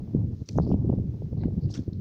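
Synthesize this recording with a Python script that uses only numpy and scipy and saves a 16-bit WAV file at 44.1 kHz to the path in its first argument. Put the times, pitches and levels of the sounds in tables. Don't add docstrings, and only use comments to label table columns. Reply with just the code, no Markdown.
import sys
import numpy as np
from scipy import signal
from scipy.fft import rfft, irfft
from scipy.io import wavfile
from scipy.ndimage import uniform_filter1d

SR = 44100
rng = np.random.default_rng(int(sys.argv[2]) if len(sys.argv) > 2 else 0)


def to_wav(sig):
    pcm = np.clip(np.atleast_2d(sig), -1, 1) * 32767
    pcm = np.round(pcm).astype(np.int16)
    wavfile.write(sys.argv[1], SR, pcm.T)


N = 88464


def gain_of(db):
    return 10 ** (np.asarray(db) / 20)


def evened(x):
    return x / np.sqrt(np.mean(x ** 2) + 1e-20)


def coloured(x, spectrum):
    f, level = np.transpose(spectrum)
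    hz = np.fft.rfftfreq(len(x), 1 / SR)
    gain = gain_of(np.interp(np.log(hz + 1), np.log(f + 1), level))
    return irfft(rfft(x) * gain, len(x))


def wander(seconds):
    t = np.arange(-4000, 4001) / SR
    bell = np.exp(-(t / seconds) ** 2)
    return evened(signal.fftconvolve(rng.standard_normal(N), bell, "same"))


def clicks(per_s, spread_db, count):
    chance, side, size = rng.random((count, 3)).T
    keep = np.clip((per_s / SR - chance) * SR / 30 + .5, 0, 1)
    return keep * np.sign(side - .5) * gain_of(-spread_db * np.log(size + 0.017))


def add(mix, s, sound):
    at = max(round(s * SR), 0)
    part = mix[at:at + len(sound)]
    part += sound[:len(part)]


def ring(x, hz, width_hz):
    r = np.exp(-np.pi * width_hz / SR)
    return signal.lfilter([1 - r, 0, r - 1], [1, -2 * r * np.cos(2 * np.pi * hz / SR), r * r], x)


# [dB per Hz, relative]
FAR_GRASS_SPECTRUM = [(700, -12.5), (1300, -7), (2000, -10), (3200, -11.5), (5200, -10.5), (6600, -15),
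                      (7500, -24.5), (10000, -26), (13800, -26), (15000, -29.5), (16000, -31)]
HISS_DB, HISS_PATCH_DB = -72.5, 1.2


def hiss():
    level = gain_of(HISS_DB + HISS_PATCH_DB * wander(0.27))
    return level * evened(coloured(rng.standard_normal(N), FAR_GRASS_SPECTRUM))


# [dB, crackle size spread]
BRUSH_STROKES = [(0.311, 0.24, -73, 4620, 2520, -1), (0.452, 0.18, -61, 5100, 3010, -1),
                 (0.606, 0.092, -61, 4570, 650, 1), (0.664, 0.085, -64.5, 5220, 902, 0),
                 (0.713, 0.032, -62, 2720, 495, -7), (1.38, 0.1, -66.5, 4150, 500, 2),
                 (1.395, 0.12, -66, 2020, 199, 2), (1.605, 0.09, -68, 4500, 600, -1.5),
                 (1.692, 0.082, -56.5, 5000, 1800, -1.5), (1.733, 0.061, -49.5, 4700, 3500, 1),
                 (1.735, 0.062, -50.5, 1400, 890, 4), (1.782, 0.12, -70.5, 4530, 2000, -4),
                 (1.93, 0.066, -71.5, 4160, 600, 4)]
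SWISH_RISE, BAND_WIDENING = .3, 1.7
GRAINS_PER_S, SMOOTH_SHARE = 900, .25


def swishes():
    out = np.zeros(N)
    clumps = gain_of(1.9 * wander(0.0041))
    for start_s, length_s, level_db, centre_hz, width_hz, spread_db in BRUSH_STROKES:
        grains = evened(clicks(GRAINS_PER_S, spread_db, count=12000))
        grains += SMOOTH_SHARE * rng.standard_normal(12000)
        band_hz = BAND_WIDENING * width_hz
        brushed = evened(ring(ring(grains, centre_hz, band_hz), centre_hz, band_hz))
        u = np.arange(12000) / SR / length_s / SWISH_RISE
        stroke = (u * np.exp(1 - u)) ** 1.31
        add(out, start_s, gain_of(level_db) * stroke * brushed)
    return out * clumps


# [dB, crack against main ring]
STALK_SNAPS = [(0.46, -52, 5670, 5340, .012, -7), (0.4888, -20, 5706, 4530, 0.0097, 0.5),
               (0.4889, -35.5, 2370, 4300, 0.019, -20), (0.531, -56.5, 4330, 4120, 0.0127, -13),
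               (0.576, -38, 11750, 12260, 0.0081, -20.5), (0.5776, -41.5, 6230, 5790, 0.0097, -11),
               (1.376, -59, 4100, 4300, .008, -17), (1.4353, -38.5, 1540, 1900, 0.016, -36),
               (1.4355, -53.5, 4230, 2950, .014, -4), (1.451, -54, 2050, 2900, .02, -16),
               (1.692, -50.5, 2840, 2080, 0.0086, -12), (1.704, -52, 5500, 4200, .008, -15),
               (1.713, -33.5, 4960, 7900, 0.0074, -3.5), (1.724, -45.5, 5070, 6500, .01, -14),
               (1.7402, -27.5, 5360, 3400, 0.007, -4.5), (1.748, -41, 4800, 3200, 0.0051, -12),
               (1.753, -39, 5700, 2540, 0.036, -7.5), (1.776, -41, 3590, 6100, 0.011, -9),
               (1.79, -47, 3530, 5200, 0.0099, -10), (1.932, -47.5, 4140, 5000, 0.008, -17)]
RING_WIDTH_HZ, SECOND_DB = 450, -5
BREAK_S = 0.0003
OPENING_CLICK = 3.7


def snaps():
    out, t = np.zeros(N), np.arange(2000) / SR
    all_fibres = rng.standard_normal((len(STALK_SNAPS), 2000))
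    for snap, fibres in zip(STALK_SNAPS, all_fibres):
        start_s, level_db, pitch_hz, second_hz, t60_s, crack_db = snap
        burst = fibres * (1 - np.exp(-t / BREAK_S)) * gain_of(-60 * t / t60_s)
        burst[0] = OPENING_CLICK
        main, second = [evened(ring(ring(burst, hz, RING_WIDTH_HZ), hz, 2 * RING_WIDTH_HZ))
                        for hz in (pitch_hz, second_hz)]
        tone = main + gain_of(SECOND_DB) * second + gain_of(crack_db) * evened(burst)
        add(out, start_s, gain_of(level_db) * tone / abs(tone).max())
    return out


# pitch_hz [Hz], level_db [dB]
MICROPHONE_TONE = [(400, -27), (1400, -2.5), (1900, -7), (2500, -4.5), (3300, -1), (4400, 0), (5700, -1),
                   (6800, -3.5), (7800, -10), (10000, -20), (13500, -22.5), (15200, -26), (16000, -30.5)]


def grass_underfoot():
    return coloured(swishes() + snaps(), MICROPHONE_TONE)


# [dB, before FLUTTER_DB]
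GUST_LEVELS = [(0.0, -32.5, -49), (0.131, -34, -46.5), (0.16, -21, -37), (0.199, -26.5, -44.5),
               (0.219, -28, -39), (0.288, -31, -63), (0.33, -28, -45), (0.389, -40.5, -65),
               (0.419, -26, -46.5), (0.465, -58.5, -73), (0.5, -32, -43), (0.529, -32, -63.5),
               (0.582, -16.5, -27.5), (0.62, -28.5, -42.5), (0.7, -19.5, -31), (0.735, -19, -37),
               (0.779, -36.5, -42), (0.789, -23, -41.5), (0.87, -25, -38), (0.9, -25, -42),
               (0.91, -32.5, -46), (0.939, -17, -30.5), (0.96, -34, -49.5), (0.978, -21.5, -45.5),
               (1.19, -37, -47.5), (1.21, -30, -49.5), (1.31, -36, -55.5), (1.328, -24.5, -45.5),
               (1.36, -35, -50), (1.391, -24, -43), (1.41, -30.5, -52), (1.452, -27.5, -31),
               (1.5, -31, -49), (1.542, -24.5, -45), (1.562, -33.5, -57), (1.581, -18.5, -32.5),
               (1.609, -38, -45.5), (1.649, -23.5, -49.5), (1.75, -38.5, -44), (1.791, -24, -41),
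               (1.849, -45, -50.5), (1.881, -26, -61), (1.901, -37.5, -51.5), (2.0, -30, -64)]
# [dB per Hz, relative]
RUMBLE_SPECTRUM = [(12, -51.5), (20, -8.5), (38, -10), (80, 5), (114, 6.5), (190, 0), (308, -9),
                   (338, -12.5), (409, -17), (500, -22), (650, -36.5), (1100, -120)]
# [dB per Hz, relative]
FLUTTER_SPECTRUM = [(100, -32.5), (200, -4), (300, -8.5), (500, -22.5), (800, -29.5), (1200, -42),
                    (1700, -73.5), (2400, -99.5)]
RUMBLE_DB, FLUTTER_DB = -0.5, 0.5
LUMP_DB, LUMP_S = 2., .015
EDDIES_PER_S, EDDY_SPREAD_DB = 450, 3.3


def wind():
    start_s, rumble_db, flutter_db = np.array(GUST_LEVELS).T
    t = np.arange(N) / SR
    rumble_level = gain_of(RUMBLE_DB + np.interp(t, start_s, rumble_db))
    flutter_level = gain_of(FLUTTER_DB + np.interp(t, start_s, flutter_db))
    large = rng.standard_normal(N) * gain_of(LUMP_DB * wander(LUMP_S))
    small = clicks(EDDIES_PER_S, EDDY_SPREAD_DB, count=N) * gain_of(LUMP_DB * wander(LUMP_S / 2))
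    rumble = rumble_level * evened(coloured(large, RUMBLE_SPECTRUM))
    flutter = flutter_level * evened(coloured(small, FLUTTER_SPECTRUM))
    return rumble + flutter


# centre_s [s], level_db [dB, nominal peak], pitch_hz [Hz],
# cycles [count, more is longer], way [push +1 or pull -1]
EDDY_THUMPS = [(0.1502, -9, 238, 0.98, 1), (0.5862, -6, 379, 0.45, 1), (.558, -31.5, 490, 1.4, 1),
               (0.676, -24, 424, 1.27, 1), (.716, -21.5, 590, 1.14, 1), (.600, -16, 404, 0.62, 1),
               (.694, -18, 300, 2.1, 1), (0.7081, -14, 240, 0.89, 1), (0.8954, -14, 257, 0.95, 1),
               (.8995, -25, 595, 1.22, 1), (.849, -19, 300, 1.4, 1), (.987, -29.5, 464, 1.27, 1),
               (1.508, -36, 400, 0.8, 1), (0.723, -10, 167.8, 1.54, 1), (.745, -10.5, 216, 1.4, 1),
               (.742, -23, 531, 1.3, -1), (.802, -22.5, 144.4, 2.4, -1), (0.9018, -11, 215.6, 0.91, -1),
               (0.9286, -24.5, 485, 1.07, -1), (0.9381, -15.5, 260, 0.97, -1), (1, -14.5, 144, 0.62, 1),
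               (1.222, -28.5, 413, 1.12, 1), (1.331, -26.5, 350, 1.06, -1), (1.4372, -34, 690, 1.7, 1),
               (0.492, -42.5, 520, 3.2, 1), (1.458, -11, 211, 1.21, -1), (1.484, -23.5, 350, 1.06, -1),
               (1.578, -16.5, 181, 1.63, -1), (1.657, -16.5, 108, 1.3, 1), (1.794, -16.5, 203, 1.03, 1),
               (1.8807, -24, 313, 1.15, -1), (1.928, -23.5, 168, 0.79, 1)]


def buffets():
    out, t = np.zeros(N), np.arange(-800, 800) / SR
    window = np.hanning(1600)
    for centre_s, level_db, pitch_hz, cycles, way in EDDY_THUMPS:
        pointed = 1 / np.cosh(3.75 * pitch_hz * t / cycles)
        swing = np.cos(2 * np.pi * pitch_hz * t - .25) * pointed * np.sqrt(window)
        balanced = swing - swing.sum() * window / 800
        add(out, centre_s - 800 / SR, np.sign(way) * gain_of(level_db) * balanced)
    return out


YIELD_DB = -22


def scene():
    thumps = buffets()
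    thump_level = uniform_filter1d(uniform_filter1d(abs(thumps), size=200), size=200)
    wind_dip = 1 / (1 + thump_level / gain_of(YIELD_DB))
    mix = wind_dip * wind() + thumps + grass_underfoot() + hiss()
    return mix[None]


SELF_NOISE_DB, SELF_NOISE_HZ, SELF_NOISE_WIDTH_HZ = -87, 15100, 900
EDGE_HZ = 15750


def record(dry):
    noise = rng.standard_normal(N)
    for _ in range(2):
        noise = ring(noise, SELF_NOISE_HZ, SELF_NOISE_WIDTH_HZ)
    heard = dry + gain_of(SELF_NOISE_DB) * evened(noise)
    band_limit = signal.firwin(511, EDGE_HZ, window=("kaiser", 9), fs=SR)
    return signal.oaconvolve(heard, band_limit[None], "same")


dry = scene()
out = record(dry)
to_wav(out)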